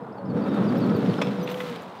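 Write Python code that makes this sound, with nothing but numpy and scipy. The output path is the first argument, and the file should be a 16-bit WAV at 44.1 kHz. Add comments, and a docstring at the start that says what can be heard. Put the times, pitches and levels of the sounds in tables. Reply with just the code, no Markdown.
"""A van's sliding door is pushed open outdoors, while a small, distant bird repeats a falling note.
First the rollers catch and groan. Then they rumble and grind along the track, shaking the door panel,
which drones and thumps. Near the middle one roller starts to hum, and soon a roller bracket knocks.
As the door slows, a curtain rustles in the opening, a sleeve brushes it and a loose fitting is bumped.
Last, the hum sinks and the rumble dies away."""
import sys
import numpy as np
from scipy import signal
from scipy.fft import rfft, irfft
from scipy.io import wavfile

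SR = 44100
rng = np.random.default_rng(int(sys.argv[2]) if len(sys.argv) > 2 else 0)


def master(y):
    """Save y as 16-bit WAV."""
    cut = np.clip(np.atleast_2d(y).T, -1, 1)
    pcm = np.round(cut * 32767)  # scale
    wavfile.write(sys.argv[1], SR, pcm.astype(np.int16))


N = 88200
TIME = np.arange(N) / SR

# How strong each sound is from low to high: frequency_hz, level_db_per_hz
AIR_TONE = [(25, -48), (60, -24.5), (110, -10.5), (180, -0.5), (330, -7), (480, -4), (950, -4), (1500, -15),
            (2500, -35), (5000, -55), (8000, -50), (15500, -57)]  # outdoor hush
CLOTH_TONE = [(200, -45.5), (1000, 5), (2000, 1.5), (3000, -1), (3800, -1), (4600, -8), (7000, -18),
              (10000, -23), (15500, -25.5)]  # rustling curtain
SLEEVE_TONE = [(1500, -22), (4000, 1), (7000, 3), (10000, -3), (14000, 3), (15500, -8)]  # sleeve on the curtain
CHATTER_TONE = [(400, -27), (1000, -2), (1500, -1.5), (2100, -6), (2500, -6), (3600, -8), (4400, -23),
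                (9000, -34)]  # loose fitting
GRIT_TONE = [(2000, -19), (5500, -4.5), (7000, 3.5), (9500, -9), (14000, -1), (15500, -6.5)]  # snapping grit
TICK_TONE = [(300, -25.5), (1500, -9), (2600, -0.5), (3500, 0.5), (4500, -16), (5700, -18), (7000, -26.5),
             (15500, -32)]  # small parts
TAP_TONE = [(200, -17), (550, 5), (900, 9), (1500, 2), (2100, -24), (3200, -18.5), (4500, -33), (9000, -44)]  # door tapping in its track
CRACK_TONE = [(100, -29), (400, 9), (1200, 2.5), (1900, -2.5), (2450, 4.5), (3000, -7.5), (3450, 3.5),
              (4100, -14.5), (5500, -14), (7000, -22), (15500, -40)]  # sharp part of a knock
THUD_TONE = [(60, -28), (150, -6), (320, -1), (520, -1), (760, -0.5), (1000, -4), (1400, -21), (4000, -43)]  # dull part of a knock, through the door
DOOR_TONE = [(25, -52.5), (55, -56.5), (80, -28), (100, -15.5), (122, -6), (145, -8.5), (200, -1.5),
             (250, -4.5), (290, -6.5), (330, -10.5), (480, -12), (700, -26), (1500, -51), (4000, -80.5)]  # shaking door
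TRACK_TONE = [(60, -37.5), (250, 0.5), (500, 1.5), (800, -2), (1050, -6.5), (1350, -6), (1900, -16.5),
              (2700, -23.5), (3700, -24), (4800, -33.5), (7000, -42.5), (10000, -45), (15500, -50.5)]  # grinding on the track

# The notes a part rings with when hit: pitch_hz, level_db, ring_s (time to fade by 60 dB)
FITTING_RING = [(730, -6, 0.054), (1175, -9, 0.028), (1412, -3, 0.045), (1570, -4, 0.035),
                (2010, 2.5, 0.032), (2110, -11, 0.036)]  # loose fitting in the doorway
BRACKET_RING = [(287.8, 6.5, 0.071), (696, -9, 0.047), (1106, -10, 0.048), (1244, -4, 0.12),
                (2164, -5.5, 0.064), (2429, -10, 0.048), (2607, -4.5, 0.11), (2780, 3.5, 0.08),
                (3100, -4, 0.07), (3123, -8, 0.044), (3360, -10, 0.048), (3630, -28, 0.092),
                (5230, -16.5, 0.28)]  # roller bracket
RAIL_RING = [(409, -1, 0.21), (464, 0, 0.55), (546.3, -2, 0.24), (770, -0.5, 0.1), (934, -22, 0.2),
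             (1289, -4.5, 0.31), (2650, -15, 0.2), (3570, -19, .25)]  # steel track
PANEL_RING = [(123, -8.5, 0.19), (190.5, -1, 0.24), (238.5, -7.5, 0.15), (278.5, -4.5, 0.21),
              (366, -12, 0.11), (420.7, -7.5, 0.16), (561.6, -9.5, 0.13)]  # door panel

# Bird notes: start_s, length_s, top_hz, bottom_hz, level_db, flick_gain, middle_gain
BIRD_NOTES = [(.122, 0.083, 5400, 4340, -59, 1, .15), (0.251, 0.071, 5320, 4360, -54.5, 0.59, .55),
              (0.371, 0.078, 5620, 4440, -52.5, .75, .4), (0.485, .082, 5500, 4370, -53, 0.93, .3),
              (0.635, 0.068, 5666, 4583, -47, .5, 0.41), (.766, 0.085, 5500, 4340, -45.5, .7, .35),
              (.897, .075, 5802, 4465, -47, .8, .3), (1.044, 0.08, 5600, 4380, -48, .4, 0.86),
              (1.372, 0.05, 5500, 4800, -47.5, .2, 0.72), (1.74, .05, 5507, 4843, -55, 0.21, .6)]
# Shape of one note: share_of_length, pitch_height (0 is bottom, 1 is top), gain
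NOTE_SHAPE = [(0, -.2, 0.37), (.07, .72, 0.86), (.15, 0.99, 0.56), (0.301, .8, .5), (.5, .43, 0.39),
              (0.781, .04, 0.82), (.91, -0.029, 1), (1, -0.044, 0)]
# Short bird whistles: start_s, length_s, pitch_hz, level_db, glide_hz
BIRD_WHISTLES = [(.005, 0.046, 5050, -70, 0), (.434, .016, 4360, -54, 698), (1.176, .027, 5300, -47, -300),
                 (1.982, 0.028, 4850, -57, 0)]
# Thin squeaks of the track: start_s, length_s, high_tone_db, low_tone_db
TRACK_SQUEAKS = [(0.777, 0.016, -52.5, -72), (0.962, .008, -51, -70), (0.983, .012, -60, -73),
                 (1.426, 0.029, -52, -50), (1.494, 0.043, -53, -58)]
# Groans and squeals of the rollers: start_s, length_s, pitch_hz, level_db
ROLLER_GROANS = [(0, 0.053, 477, -36), (.08, 0.055, 445, -39.5), (0.174, 0.069, 557.6, -36),
                 (0.336, .085, 487, -30.5), (0.72, 0.1, 547, -33.5), (0.793, 0.2, 1294, -41)]

# Single hits: start_s, strength_db
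GRIT_SNAPS = [(.301, -57), (.481, -56), (.544, -48), (.863, -46), (.97, -48), (1.515, -39), (1.699, -42),
              (1.82, -44), (1.831, -50)]
PART_TICKS = [(.3, -45), (.545, -46), (.895, -34), (1.06, -33), (1.14, -27.5), (1.245, -33), (1.476, -23),
              (1.49, -30), (1.514, -28.5), (1.543, -24), (1.581, -35), (1.688, -34), (1.76, -29.5)]
DOOR_TAPS = [(0.1827, -26), (1.1845, -20.5), (1.1895, -18.5)]
BRACKET_KNOCKS = [(1.2148, -18.5), (1.2179, -15.5), (1.2689, -27.5)]
PANEL_THUMPS = [(0.244, -22.5), (.297, -19), (.576, -15.5), (.602, -12.5), (0.778, -14), (0.815, -24),
                (1.037, -14.5), (1.074, -17), (1.091, -14.5), (1.183, -13.5), (1.268, -17), (1.316, -18.5)]

# Tones that change over time: time_s, pitch_hz, level_db
RAIL_SCRAPE = [(.44, 3570, -69), (.49, 3680, -54.5), (.53, 3720, -58), (.565, 3730, -52.5), (.6, 3640, -57),
               (.64, 3620, -76), (1.47, 3520, -76), (1.478, 3480, -40), (1.487, 3450, -59),
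               (1.51, 3420, -56), (1.55, 3450, -58), (1.57, 3450, -69)]
DOOR_DRONE = [(.2, 173.2, -52), (.25, 175.3, -37.5), (.35, 195.1, -41), (.42, 208, -31), (.5, 205.9, -33),
              (.61, 206.2, -26), (.66, 210.2, -32), (.73, 218.3, -22), (.83, 203.8, -60), (.98, 201.5, -30),
              (1.02, 190.5, -53), (1.09, 183.4, -19), (1.15, 185.7, -43), (1.27, 187.4, -29),
              (1.33, 188, -25), (1.39, 187.2, -30), (1.45, 185.5, -40), (1.7, 178.8, -42), (2, 169.8, -60)]
ROLLER_HUM = [(.81, 466.5, -54), (.88, 476.6, -42.5), (.975, 482, -31), (1.02, 469.2, -47),
              (1.14, 468, -39), (1.27, 484.5, -33.5), (1.36, 481, -37.5), (1.46, 499.7, -34),
              (1.55, 498.9, -34.5), (1.64, 498, -36.5), (1.72, 480, -38), (1.775, 443, -43.5),
              (1.81, 435, -71)]

# Noises that swell and fade: time_s, level_db
CURTAIN_LEVEL = [(0, -100), (.7, -50), (1, -48), (1.06, -45), (1.27, -45.5), (1.38, -47.5), (1.46, -48.5),
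                 (1.5, -40.5), (1.56, -48.5), (1.61, -43), (1.74, -42), (1.82, -49.5), (1.86, -51),
                 (2, -52.5)]
GRIND_LEVEL = [(0, -47), (.27, -47.5), (.37, -37.5), (.55, -32), (.78, -33.5), (.97, -34.5), (1.25, -36.5),
               (1.45, -39.5), (1.72, -42.5), (1.82, -44), (2, -68)]
RUMBLE_LEVEL = [(0, -43.5), (.215, -42.5), (.245, -35.5), (.28, -32), (.32, -27), (.56, -25.5), (.61, -26),
                (.8, -23.5), (.98, -22), (1.02, -28), (1.1, -26), (1.17, -28.5), (1.24, -31), (1.37, -32.5),
                (1.47, -33), (1.6, -42), (1.73, -39.5), (1.8, -46.5), (2, -57)]


def amp(db):
    """Turns decibels into a gain."""
    return 10 ** (np.asarray(db) / 20)


def unit(x):
    """Scales a sound to an average (rms) level of 1."""
    return x / np.sqrt(np.mean(x ** 2) + 1e-20)


def curve(rows, column=1):
    """Joins one column of a time table with straight lines."""
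    rows = np.array(rows)
    return np.interp(TIME, rows[:, 0], rows[:, column])


def add(mix, start_s, sound):
    """Mixes a sound in at its start time."""
    part = mix[max(round(start_s * SR), 0):][:len(sound)]
    part += sound[:len(part)]


def sine(pitch_hz):
    """A pure tone that follows a changing pitch."""
    return np.sin(2 * np.pi * np.cumsum(pitch_hz) / SR)


def swell(start_s, length_s):
    """One smooth rise and fall."""
    return np.sin(np.pi * np.clip((TIME - start_s) / length_s, 0, 1))


def drift(rate_hz):
    """A smooth random wobble; a higher rate wobbles faster."""
    keep_slow = np.exp(-(np.fft.rfftfreq(N, 1 / SR) / rate_hz) ** 2)
    return unit(irfft(rfft(rng.standard_normal(N)) * keep_slow, N))


def colour(x, tone, size=8192):
    """Shapes a sound's lows and highs to match a tone table."""
    hz, db = np.transpose(tone)
    log_hz = np.log(abs(np.fft.fftfreq(size, 1 / SR)) + 1)
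    log_gain = np.log(amp(np.interp(log_hz, np.log(hz), db)))
    response = np.exp(np.conj(signal.hilbert(log_gain)))  # nothing sounds before its cause
    taps = np.fft.ifft(response).real[:size // 2]
    return signal.fftconvolve(x, taps)[:len(x)]


def grains(per_s, spread_db):
    """Tiny hits at random times; the spread makes their sizes uneven."""
    hits = (rng.random(N) < per_s / SR) * rng.choice([-1., 1.], N)
    return unit(hits * amp(spread_db * np.minimum(rng.exponential(1, N), 4)))


def ring(notes):
    """The fading notes of a part that is hit once, with a peak of 1."""
    t = TIME[:SR // 2]
    out = sum(amp(db - 60 * t / ring_s) * np.sin(2 * np.pi * hz * t) * (-1) ** k
              for k, (hz, db, ring_s) in enumerate(notes))
    return out / abs(out).max()


def clack(tone, rise_s, decay_s, tail_db, tail_s):
    """Parts chatter briefly as they meet, with a weak tail from the van's body."""
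    t = TIME[:SR // 4]
    shape = np.minimum(t / rise_s, 1) * (np.exp(-t / decay_s) + amp(tail_db) * np.exp(-t / tail_s))
    burst = colour(rng.choice([-1., 1.], len(t)) * shape, tone)
    return .5 * burst / np.sqrt(np.sum(burst ** 2) / (decay_s * SR))


def sing(rows, waver, waver_hz, flutter_db):
    """A wavering tone that follows a table of pitch and level."""
    pitch_hz = curve(rows) * (1 + waver * drift(waver_hz))
    level = amp(curve(rows, column=2) + flutter_db * drift(waver_hz))
    sounding = (TIME > rows[0][0]) & (TIME < rows[-1][0])
    return np.sqrt(2) * sine(pitch_hz) * level * sounding


def air():
    """A steady outdoor hush."""
    return amp(-41.5) * unit(colour(rng.standard_normal(N), AIR_TONE))


def bird():
    """Each note flicks up and slides down; short whistles fall between; trees give a faint echo."""
    song = np.zeros(N)
    share, height, gain = np.transpose(NOTE_SHAPE)
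    for start_s, length_s, top_hz, bottom_hz, db, flick, middle in BIRD_NOTES:
        progress = np.arange(0, length_s, 1 / SR) / length_s
        accent = np.interp(progress, [.14, .25, .42, .65], [flick, middle, middle, 1])
        pitch_hz = bottom_hz + (top_hz - bottom_hz) * np.interp(progress, share, height)
        add(song, start_s, amp(db) * np.interp(progress, share, gain) * accent * sine(pitch_hz))
    for start_s, length_s, pitch_hz, db, glide_hz in BIRD_WHISTLES:
        progress = np.arange(0, length_s, 1 / SR) / length_s
        add(song, start_s, amp(db) * np.sin(np.pi * progress) * sine(pitch_hz + glide_hz * progress))
    echo = rng.standard_normal(SR) * amp(-60 * TIME[:SR] / .5)
    song *= amp(-2 + 2 * drift(180))  # the level flutters
    return song + amp(-7.5) * signal.fftconvolve(song, echo / np.linalg.norm(echo))[:N]


def curtain():
    """Cloth rubs in clumps of fine grains, and swishes once as a sleeve passes."""
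    rustle = unit(colour(grains(9000, spread_db=3.5), CLOTH_TONE))
    rustle *= amp(curve(CURTAIN_LEVEL) + 1.02 * drift(44))
    peak_s, half_width_s = 1.59, 0.1
    swish = amp(-57.5) * unit(colour(rng.standard_normal(N), SLEEVE_TONE))
    return rustle + swish * np.exp(-((TIME - peak_s) / half_width_s) ** 2)


def fitting_bump(start_s=1.6025, ring_rise_s=0.0033):
    """A loose fitting is bumped once, so it rings and chatters."""
    out = np.zeros(N)
    add(out, start_s, amp(-18.5) * ring(FITTING_RING) * np.minimum(TIME[:SR // 2] / ring_rise_s, 1))
    chatter = clack(CHATTER_TONE, rise_s=0.0017, decay_s=0.0085, tail_db=-23, tail_s=0.016)
    add(out, start_s, amp(-25.5) * chatter)
    return out


def small_hits():
    """The door taps because it sits loosely in its track; small parts tick and grit snaps."""
    out = np.zeros(N)
    for start_s, db in DOOR_TAPS:
        tap = clack(TAP_TONE, rise_s=0.00094, decay_s=0.0017, tail_db=-20, tail_s=.015)
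        add(out, start_s, amp(db) * tap)
    for start_s, db in PART_TICKS:
        tick = clack(TICK_TONE, rise_s=0.00065, decay_s=0.0013, tail_db=-20, tail_s=0.0079)
        add(out, start_s, amp(db) * tick)
    for start_s, db in GRIT_SNAPS:
        snap = clack(GRIT_TONE, rise_s=.0015, decay_s=0.0027, tail_db=-13, tail_s=.008)
        add(out, start_s, amp(db - 2) * snap)
    return out


def track_squeaks(high_hz=13900, low_hz=6000):
    """The track gives brief, thin, rough squeaks of two tones."""
    out = np.zeros(N)
    high = sine(high_hz + 110 * drift(700))
    low = sine(low_hz + 35 * drift(400))
    for start_s, length_s, high_db, low_db in TRACK_SQUEAKS:
        out += swell(start_s, length_s) * (amp(high_db) * high + amp(low_db) * low)
    return out * amp(0.5 + 2.3 * drift(249))


def roller_groans():
    """The rollers catch and briefly groan or squeal."""
    out = np.zeros(N)
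    waver = 1 + 0.0119 * drift(70.6)
    for start_s, length_s, pitch_hz, db in ROLLER_GROANS:
        out += amp(db) * swell(start_s, length_s) * sine(pitch_hz * waver)
    return out


def sliding_tones():
    """One roller scrapes the rail's edge twice, another hums; the door drones, higher when faster."""
    scrape = sing(RAIL_SCRAPE, waver=0.01792, waver_hz=201, flutter_db=2.0)
    drone = sing(DOOR_DRONE, waver=0.0651, waver_hz=54.4, flutter_db=2.5)
    hum = sing(ROLLER_HUM, waver=0.006, waver_hz=35, flutter_db=-0.3)
    return scrape + drone + hum


def bracket_knocks():
    """Each knock cracks sharply, rings the roller bracket and thuds through the door."""
    out = np.zeros(N)
    for start_s, db in BRACKET_KNOCKS:
        crack = clack(CRACK_TONE, rise_s=0.0012, decay_s=0.0049, tail_db=-15.5, tail_s=0.024)
        thud = clack(THUD_TONE, rise_s=0.0011, decay_s=0.0035, tail_db=-26, tail_s=.02)
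        add(out, start_s, amp(db) * crack + amp(db - 7) * thud)
        add(out, start_s, amp(db - 5) * ring(BRACKET_RING))
    return out


def panel_thumps():
    """Dull blows make the door panel ring."""
    out = np.zeros(N)
    for start_s, db in PANEL_THUMPS:
        blow = clack(DOOR_TONE, rise_s=0.0013, decay_s=0.0048, tail_db=-27, tail_s=0.02)
        add(out, start_s, amp(db - 3) * blow)
        add(out, start_s, amp(db - 5) * ring(PANEL_RING))
    return out


def rollers():
    """The uneven track shakes the door; grit grinds under the rollers and rings the rail."""
    shake = unit(colour(grains(2500, spread_db=1), DOOR_TONE))
    panel = unit(signal.fftconvolve(grains(900, spread_db=0), ring(PANEL_RING))[:N])
    grit = unit(colour(grains(6000, spread_db=3), TRACK_TONE))
    rail = unit(signal.fftconvolve(grains(1500, spread_db=-2), ring(RAIL_RING))[:N])
    rumble = unit(shake + amp(-9) * panel) * amp(curve(RUMBLE_LEVEL) + 0.42 * drift(35))
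    grind = unit(grit + amp(-9.5) * rail) * amp(curve(GRIND_LEVEL) + 0.93 * drift(34))
    return rumble + grind


def scene():
    """The door, the curtain and the bird over the outdoor hush, in one channel."""
    hush = air()
    sliding = rollers() + sliding_tones() + roller_groans()
    hits = panel_thumps() + bracket_knocks() + small_hits() + fitting_bump()
    return (hush + sliding + hits + track_squeaks() + curtain() + bird())[None]


def record(dry, low_cut_hz=70, high_cut_hz=15750):
    """The microphone drops the deepest bass and the recorder drops the highest treble."""
    bass_cut = signal.butter(3, low_cut_hz, "highpass", fs=SR, output="sos")
    treble_cut = signal.firwin(801, high_cut_hz, window=("kaiser", 9), fs=SR)
    return signal.oaconvolve(signal.sosfilt(bass_cut, dry), treble_cut[None], "same")


dry = scene()
out = record(dry)
master(out)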